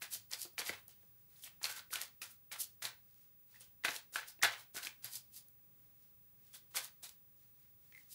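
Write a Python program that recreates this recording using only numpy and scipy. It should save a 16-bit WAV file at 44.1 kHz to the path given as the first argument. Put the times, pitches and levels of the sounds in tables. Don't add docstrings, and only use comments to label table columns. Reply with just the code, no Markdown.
import sys
import numpy as np
from scipy import signal
from scipy.fft import rfft, irfft, next_fast_len
from scipy.io import wavfile
from scipy.ndimage import uniform_filter1d

SR = 44100
rng = np.random.default_rng(int(sys.argv[2]) if len(sys.argv) > 2 else 0)


def unload_wav(signal):
    wavfile.write(
        sys.argv[1],
        SR,
        np.round(np.clip(np.atleast_2d(signal).T, -1, 1) * 32767).astype(np.int16),
    )


def ratio_of_db(decibels):
    return 10 ** (np.asarray(decibels, float) / 20)


N = 358974


def colour(x, points):
    hz, db = np.transpose(points)
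    size = next_fast_len(len(x))
    bins_hz = np.maximum(np.arange(size // 2 + 1) * SR / size, 1)
    gain = ratio_of_db(np.interp(np.log(bins_hz), np.log(hz), db))
    y = irfft(rfft(x, size) * gain, size)[:len(x)]
    return y / np.std(y)


def ring(x, hz, width_hz):
    return signal.lfilter(*signal.iirpeak(hz, hz / width_hz, fs=SR), x)


def ring_twice(x, hz, width_hz):
    return ring(ring(x, hz, width_hz), hz, width_hz)


def walk(rate_hz):
    hold = int(SR / rate_hz)
    return uniform_filter1d(np.repeat(rng.standard_normal(N // hold + 1), hold), hold)[:N]


def add(out, s, sound):
    start = int(s * SR)
    out[start:start + len(sound)] += sound[:N - start]


def rumble():
    # frequency in Hz, relative level in dB per Hz.
    rumble_spectrum = [(20, -18.5), (40, -15.5), (70, -9), (117, -3.5), (180, -10.5), (300, -18),
                       (600, -22.5), (1500, -27.5), (5000, -33.5), (12000, -32), (14000, -36.5),
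                       (14700, -27.5), (16000, -22.5)]
    level_db = -72.5 + 1.0 * walk(3.7)
    return ratio_of_db(level_db) * colour(rng.standard_normal(N), rumble_spectrum)


def port_hiss():
    # frequency in Hz, relative level in dB per Hz.
    port_spectrum = [(60, 2), (300, -6), (1000, -6), (3000, -6), (8000, -4), (12000, -1.5), (14000, -17.5),
                     (17000, -17)]
    return np.array([ratio_of_db(-81) * colour(rng.standard_normal(N), port_spectrum) for _ in range(2)])


def whine():
    # mean frequency in Hz, level in dB before the wander.
    whine_tones = [(15574, -64.5)]
    hz, db = whine_tones[0]
    phase = 2 * np.pi * np.cumsum(hz + 3.1 * walk(7)) / SR
    tone = np.sqrt(2) * ratio_of_db(0.6 * walk(43)) * np.sin(phase)
    skirt = ring(rng.standard_normal(N), hz, 500)
    return ratio_of_db(db) * (tone + ratio_of_db(-19.5) * skirt / np.std(skirt))


def strokes():
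    # time of fastest motion in s, hiss level in dB before the
    # layer shares, swell over 20 dB in ms (1 at least), deck over hiss in dB before the shares,
    # ring of the loose cards in Hz.
    slide_rows = [(0.022, -45.5, 10, -3, 1667), (0.14, -40.5, 35, -18.5, 4640), (0.333, -45, 26, -2, 4700),
                  (0.43, -45.5, 63.5, -17, 4760), (0.591, -40.5, 13, 0.5, 1710),
                  (0.682, -42.5, 43.5, -3.5, 1800), (0.735, -58, 20, 5.5, 397), (0.76, -64, 30.5, 5, 1650),
                  (0.785, -70.5, -1, -36.5, 4700), (0.893, -62.5, 5, -9, 2963), (1.441, -51, 22, -24, 3220),
                  (1.465, -56.5, 26, -2, 2750), (1.617, -63, 2, 4, 920), (1.65, -42, 28.5, 0, 3900),
                  (1.666, -57.5, 8, 9, 1035), (1.715, -47, 61, -7.5, 1550), (1.778, -49.5, 41, -2, 1472),
                  (1.914, -54, 11.5, -17, 1670), (1.932, -41, 11.5, -7, 1510), (1.957, -46, 5, 0, 1720),
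                  (2.022, -44.5, 26.5, -8.5, 1782), (2.219, -45.5, 5, -6.5, 1406),
                  (2.311, -62, 25, -41.5, 3740), (2.519, -47, 6, 0.5, 1400), (2.612, -40, 29.5, -29, 4300),
                  (2.824, -45, 6, 0.5, 3900), (2.856, -44, 30, -2, 3530), (3.563, -67.5, 91, -2, 1840),
                  (3.616, -56.5, 22, -8, 3045), (3.645, -68.5, 13.5, -23.5, 2840),
                  (3.847, -42.5, 5, 7.5, 1746), (3.919, -48, 66.5, 2.5, 1600),
                  (3.96, -47, 37.5, -5.5, 3780), (4.148, -46.5, 22, -6, 1468), (4.159, -45.5, 0.5, 3, 1426),
                  (4.288, -51, 24.5, -14, 5195), (4.44, -33.5, 16.5, 7, 1517),
                  (4.526, -54.5, 26.5, 12.5, 1360), (4.605, -57.5, 72, 0.5, 1790),
                  (4.757, -51, 20, -8, 1460), (4.767, -44.5, 8.5, -4, 1550),
                  (4.833, -47.5, 13.5, -12, 4560), (4.862, -47.5, 40, -3, 1654),
                  (5.057, -47.5, 29.5, -4.5, 4820), (5.163, -47.5, 80, -18, 4930),
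                  (5.375, -54, 60, -20.5, 4743), (6.551, -52.5, 25.5, -9.5, 3365),
                  (6.71, -68.5, 6, -8.5, 1006), (6.772, -37.5, 28, -1, 1140), (6.847, -50, 48.5, -10, 1303),
                  (7.04, -46.5, 14.5, -8.5, 3930), (7.105, -63, 80.5, -8.5, 4610),
                  (8.128, -55, 40, -25, 5030)]
    # loudest time in s, hiss level in dB before the layer shares.
    rustle_rows = [(1.04, -78), (1.21, -82), (1.393, -66.5), (3.11, -79.5), (3.22, -74.5), (5.858, -81),
                   (6.041, -76.5), (6.485, -73), (7.434, -76), (7.625, -76), (7.869, -77), (8.003, -69)]
    fade_ms, settle_ms, sudden_ms = 135.4, 85.6, 9.5
    rows = []
    for s, db, swell_ms, deck_db, hz in slide_rows:
        settling_ms = settle_ms * np.exp(-(swell_ms / sudden_ms) ** 2)
        rows.append((s, db, swell_ms, fade_ms + settling_ms, deck_db, hz))
    for s, db in rustle_rows:
        rows.append((s, db, 123, 370, -7.5, None))
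    return rows


def grit(scatter_db, patchy_db, rate_hz):
    noise = rng.standard_normal(N)
    return noise * ratio_of_db(scatter_db * rng.exponential(size=N) + patchy_db * walk(rate_hz))


def rub_hiss():
    # frequency in Hz, relative level in dB per Hz.
    hiss_spectrum = [(1500, -20), (3000, -5), (4500, -0.5), (7000, -1), (10000, 0), (13000, 0.5),
                     (15000, -5), (17000, -28)]
    split_hz = [5600, 9100]
    hiss = colour(grit(scatter_db=3.0, patchy_db=1.5, rate_hz=360), hiss_spectrum)
    low, below_high = (signal.sosfiltfilt(signal.butter(2, hz, fs=SR, output="sos"), hiss)
                       for hz in split_hz)
    return low, below_high - low, hiss - below_high


def deck_body(rub):
    # frequency in Hz, width of each filter pass in Hz, relative level in dB.
    deck_modes = [(620, 780, -6), (980, 1300, -3), (1550, 432, 0.5), (1901, 716, 0.5), (2890, 2400, -4.5),
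                  (3900, 2300, -3)]
    body = sum((-1) ** k * ratio_of_db(db) * ring_twice(rub, hz, width_hz)
               for k, (hz, width_hz, db) in enumerate(deck_modes))
    return body / np.std(body)


def ticks(per_s, spread_db):
    sizes = ratio_of_db(spread_db * np.minimum(rng.exponential(size=N), 2.5))
    catches = (rng.random(N) < per_s / SR) * sizes
    decay = np.exp(-1 / (0.00091 * SR))
    bursts = signal.lfilter([1], [1, -decay], catches) * rng.standard_normal(N)
    bursts = ring(bursts, 4500, 9000)
    return bursts / np.std(bursts)


def slides():
    low, middle, high = rub_hiss()
    rub = grit(scatter_db=2.2, patchy_db=3.0, rate_hz=150)
    layers = np.array([low, middle, high, deck_body(rub), ticks(per_s=100, spread_db=-0.5)])
    linger = np.array([[1.15], [0.95], [0.8], [1.25], [0.7]])
    follows_deck = np.array([[0.15], [-0.05], [-0.2], [1], [0.9]])
    share_db = np.array([[1.5], [0.1], [-1.5], [-3.0], [-10.0]])
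    power, packet, time = np.zeros((5, N)), np.zeros(N), np.arange(N) / SR
    for s, db, swell_ms, fade_ms, deck_db, hz in strokes():
        swell_s, fade_s = max(swell_ms, 1) / 1000, fade_ms / 1000
        near = slice(max(int((s - 2 * swell_s) * SR), 0), int((s + fade_s) * SR))
        late = time[near] - s
        swell_db = -20 * np.abs(late / swell_s) ** 1.71
        fade_db = -60 * np.abs(late / (linger * fade_s)) ** 1.134
        shape_db = np.where(late < 0, swell_db, fade_db)
        gain = ratio_of_db(db + share_db + follows_deck * deck_db + shape_db)
        power[:, near] += gain ** 2
        if hz is None:
            continue
        tone = ring_twice(rub[near], hz, 0.14 * hz)
        packet_db = -10 + 3.5 * np.log2(hz / 1500) - 0.61 * deck_db
        packet[near] += ratio_of_db(packet_db) * gain[3] * tone / np.std(tone)
    return np.sum(np.sqrt(power) * layers, axis=0) + packet


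def slaps_and_sharp_creaks():
    # start in s, peak of the ring in dB, ring in Hz, thump under ring in dB.
    burst_rows = [(0.0208, -31, 2117, -23), (0.152, -42.5, 1974, -18), (0.297, -50, 12400, -43),
                  (0.3147, -34.5, 6610, -32), (0.334, -26, 4420, -33.5), (0.451, -39.5, 4110, -11.5),
                  (0.5346, -52.5, 11400, -18.5), (0.5804, -28, 1880, -35.5), (0.5929, -29.5, 4740, -13.5),
                  (0.6165, -29.5, 1940, -22), (0.6634, -33.5, 3410, -46), (0.6941, -24, 1774, -13.5),
                  (0.8808, -38.5, 12000, -24.5), (1.0293, -62.5, 1790, -5), (1.36, -57, 3980, -32),
                  (1.4376, -42, 3500, -30), (1.4642, -42.5, 2720, -28), (1.6149, -44.5, 935, -36.5),
                  (1.631, -31, 7710, -42.5), (1.6422, -21, 4396, -85), (1.654, -27.5, 4180, -38),
                  (1.707, -45, 1560, -40), (1.765, -49, 1370, -32), (1.7927, -40.5, 4070, -42.5),
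                  (1.906, -46.5, 1980, -13), (1.9305, -33.5, 1410, -23), (1.957, -26.5, 2500, -32),
                  (2.0123, -37, 2050, -35), (2.2173, -34.5, 2610, -22), (2.2294, -41, 2510, -33.5),
                  (2.5157, -42, 2330, -20), (2.525, -44, 1470, -19), (2.6022, -31, 9700, -38),
                  (2.821, -49, 2100, -16), (2.8524, -25.5, 3760, -27.5), (3.608, -43, 9840, -19.5),
                  (3.8377, -34.5, 1750, -33), (3.8487, -22, 1830, -23), (3.8526, -24, 2070, -31),
                  (3.883, -31.5, 2100, -12), (3.89, -41.5, 6000, -15), (3.9069, -35, 6000, -18),
                  (3.963, -31, 3830, -23.5), (4.1252, -49, 10100, -12), (4.158, -22.5, 1636, -39),
                  (4.391, -51.5, 2500, -5), (4.284, -52.5, 6050, -39), (4.4256, -20.5, 5570, -32),
                  (4.4323, -15.5, 1950, -32), (4.4435, -19, 3500, -27.5), (4.747, -42.5, 7340, -7.5),
                  (4.7672, -43.5, 1540, -4), (4.83, -38, 3240, -45), (4.8495, -34.5, 4260, -22),
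                  (4.8697, -29.5, 2704, -23.5), (5.0445, -29, 12800, -53), (5.0587, -41, 5000, -48),
                  (5.485, -48.5, 12100, -33.5), (6.5446, -51, 3220, -35.5), (6.747, -41.5, 1446, -39.5),
                  (6.758, -29, 11000, -26), (6.7681, -33, 1970, -25), (7.0313, -40, 8670, -20),
                  (7.923, -51, 2060, -23), (7.9487, -50, 2118, -26), (7.9778, -56, 2040, -33)]
    out, time = np.zeros(N), np.arange(4096) / SR
    chance = rng.standard_normal((len(burst_rows), 4096))
    for (s, db, hz, thump_db), noise in zip(burst_rows, chance):
        tone = ring(noise * np.exp(-time / 0.0016), hz, 0.27 * hz)
        crack = np.diff(noise, prepend=0) * np.exp(-time / 0.00069)
        thump = ring(ring(noise * np.exp(-time / 0.0098), 420, 750), 330, 960)
        burst = tone / np.abs(tone).max()
        burst += ratio_of_db(-21.5) * crack / np.abs(crack).max()
        burst += ratio_of_db(thump_db) * thump / np.abs(thump).max()
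        add(out, s, ratio_of_db(db) * burst)
    return out


def room(x):
    t60_s, level_db = 0.24, -12.5
    time = np.arange(SR // 2) / SR
    noise = rng.standard_normal((2, len(time)))
    dull = ring(noise[0], 1100, 3500) * ratio_of_db(-60 * time / t60_s)
    bright = 0.26 * noise[1] * ratio_of_db(-60 * time / (0.95 * t60_s))
    tail = (dull + bright) * (time > 0.004)
    return ratio_of_db(level_db) * signal.fftconvolve(x, tail / np.linalg.norm(tail))[:N]


def table_ring(x):
    # frequency in Hz, width in Hz, gain in dB.
    table_modes = [(1526, 9, 3.0), (1410, 18, -4.5)]
    return sum(ratio_of_db(db) * ring(x, hz, width_hz) for hz, width_hz, db in table_modes)


def bumps():
    # start in s, level in dB before the swell and decay, frequency in Hz.
    bump_rows = [(0.16, -68.5, 101.2), (0.692, -59, 95.9), (2.835, -58.5, 119.7), (3.838, -71.5, 140),
                 (4.432, -51.5, 113.5), (5.047, -58.5, 118)]
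    out, time = np.zeros(N), np.arange(SR // 4) / SR
    for s, db, hz in bump_rows:
        envelope = ratio_of_db(db - 60 * time / 0.25) * (1 - np.exp(-time / 0.0037))
        add(out, s, envelope * np.sin(2 * np.pi * hz * time))
    return out


def creaks():
    # start in s, length in s,
    # level in dB before slip scatter and swell, first frequency in Hz, last frequency in Hz (before detuning).
    creak_rows = [(3.52, 0.064, -52, 1840, 1920), (3.552, 0.0324, -58, 2323, 2800),
                  (4.402, .022, -37, 1820, 1850), (7.918, 0.1, -48.5, 2130, 2030)]
    gap_s, scatter_db, detune = 0.011, 3.5, 0.031
    out, time = np.zeros(N), np.arange(1024) / SR
    swell = time / 0.0026 * np.exp(1 - time / 0.001528)
    for s, length_s, db, first_hz, last_hz in creak_rows:
        gap, size, tune = rng.standard_normal((3, 24))
        late = np.cumsum(gap_s * np.exp(0.34 * gap))
        for k in np.flatnonzero(late < length_s):
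            progress = late[k] / length_s
            gain = ratio_of_db(db + scatter_db * size[k]) * np.sin(np.pi * progress)
            hz = (first_hz + (last_hz - first_hz) * progress) * (1 + detune * tune[k])
            add(out, s + late[k], gain * swell * np.sin(2 * np.pi * hz * time))
    return out


def two_ports(cards):
    # frequency in Hz, width of each filter pass in Hz, share as a ratio (positive favours left).
    tilt_bands = [(1850, 1250, .22), (10000, 2000, -.2)]
    side = sum(share * ring_twice(cards, hz, width_hz) for hz, width_hz, share in tilt_bands)
    return np.array([cards + side, cards - side])


def scene():
    background = rumble() + whine() + port_hiss()
    dry = slides() + slaps_and_sharp_creaks() + creaks()
    cards = dry + room(dry) + table_ring(dry) + bumps()
    return two_ports(cards) + background


def band_limit(x):
    return signal.sosfilt(signal.butter(12, 17000, fs=SR, output="sos"), x)


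def record(dry):
    low_pass = signal.ellip(12, 0.2, 45, 15740, fs=SR, output="sos")
    cut = signal.sosfilt(low_pass, dry)
    return band_limit(cut)


dry = scene()
out = record(dry)
unload_wav(out)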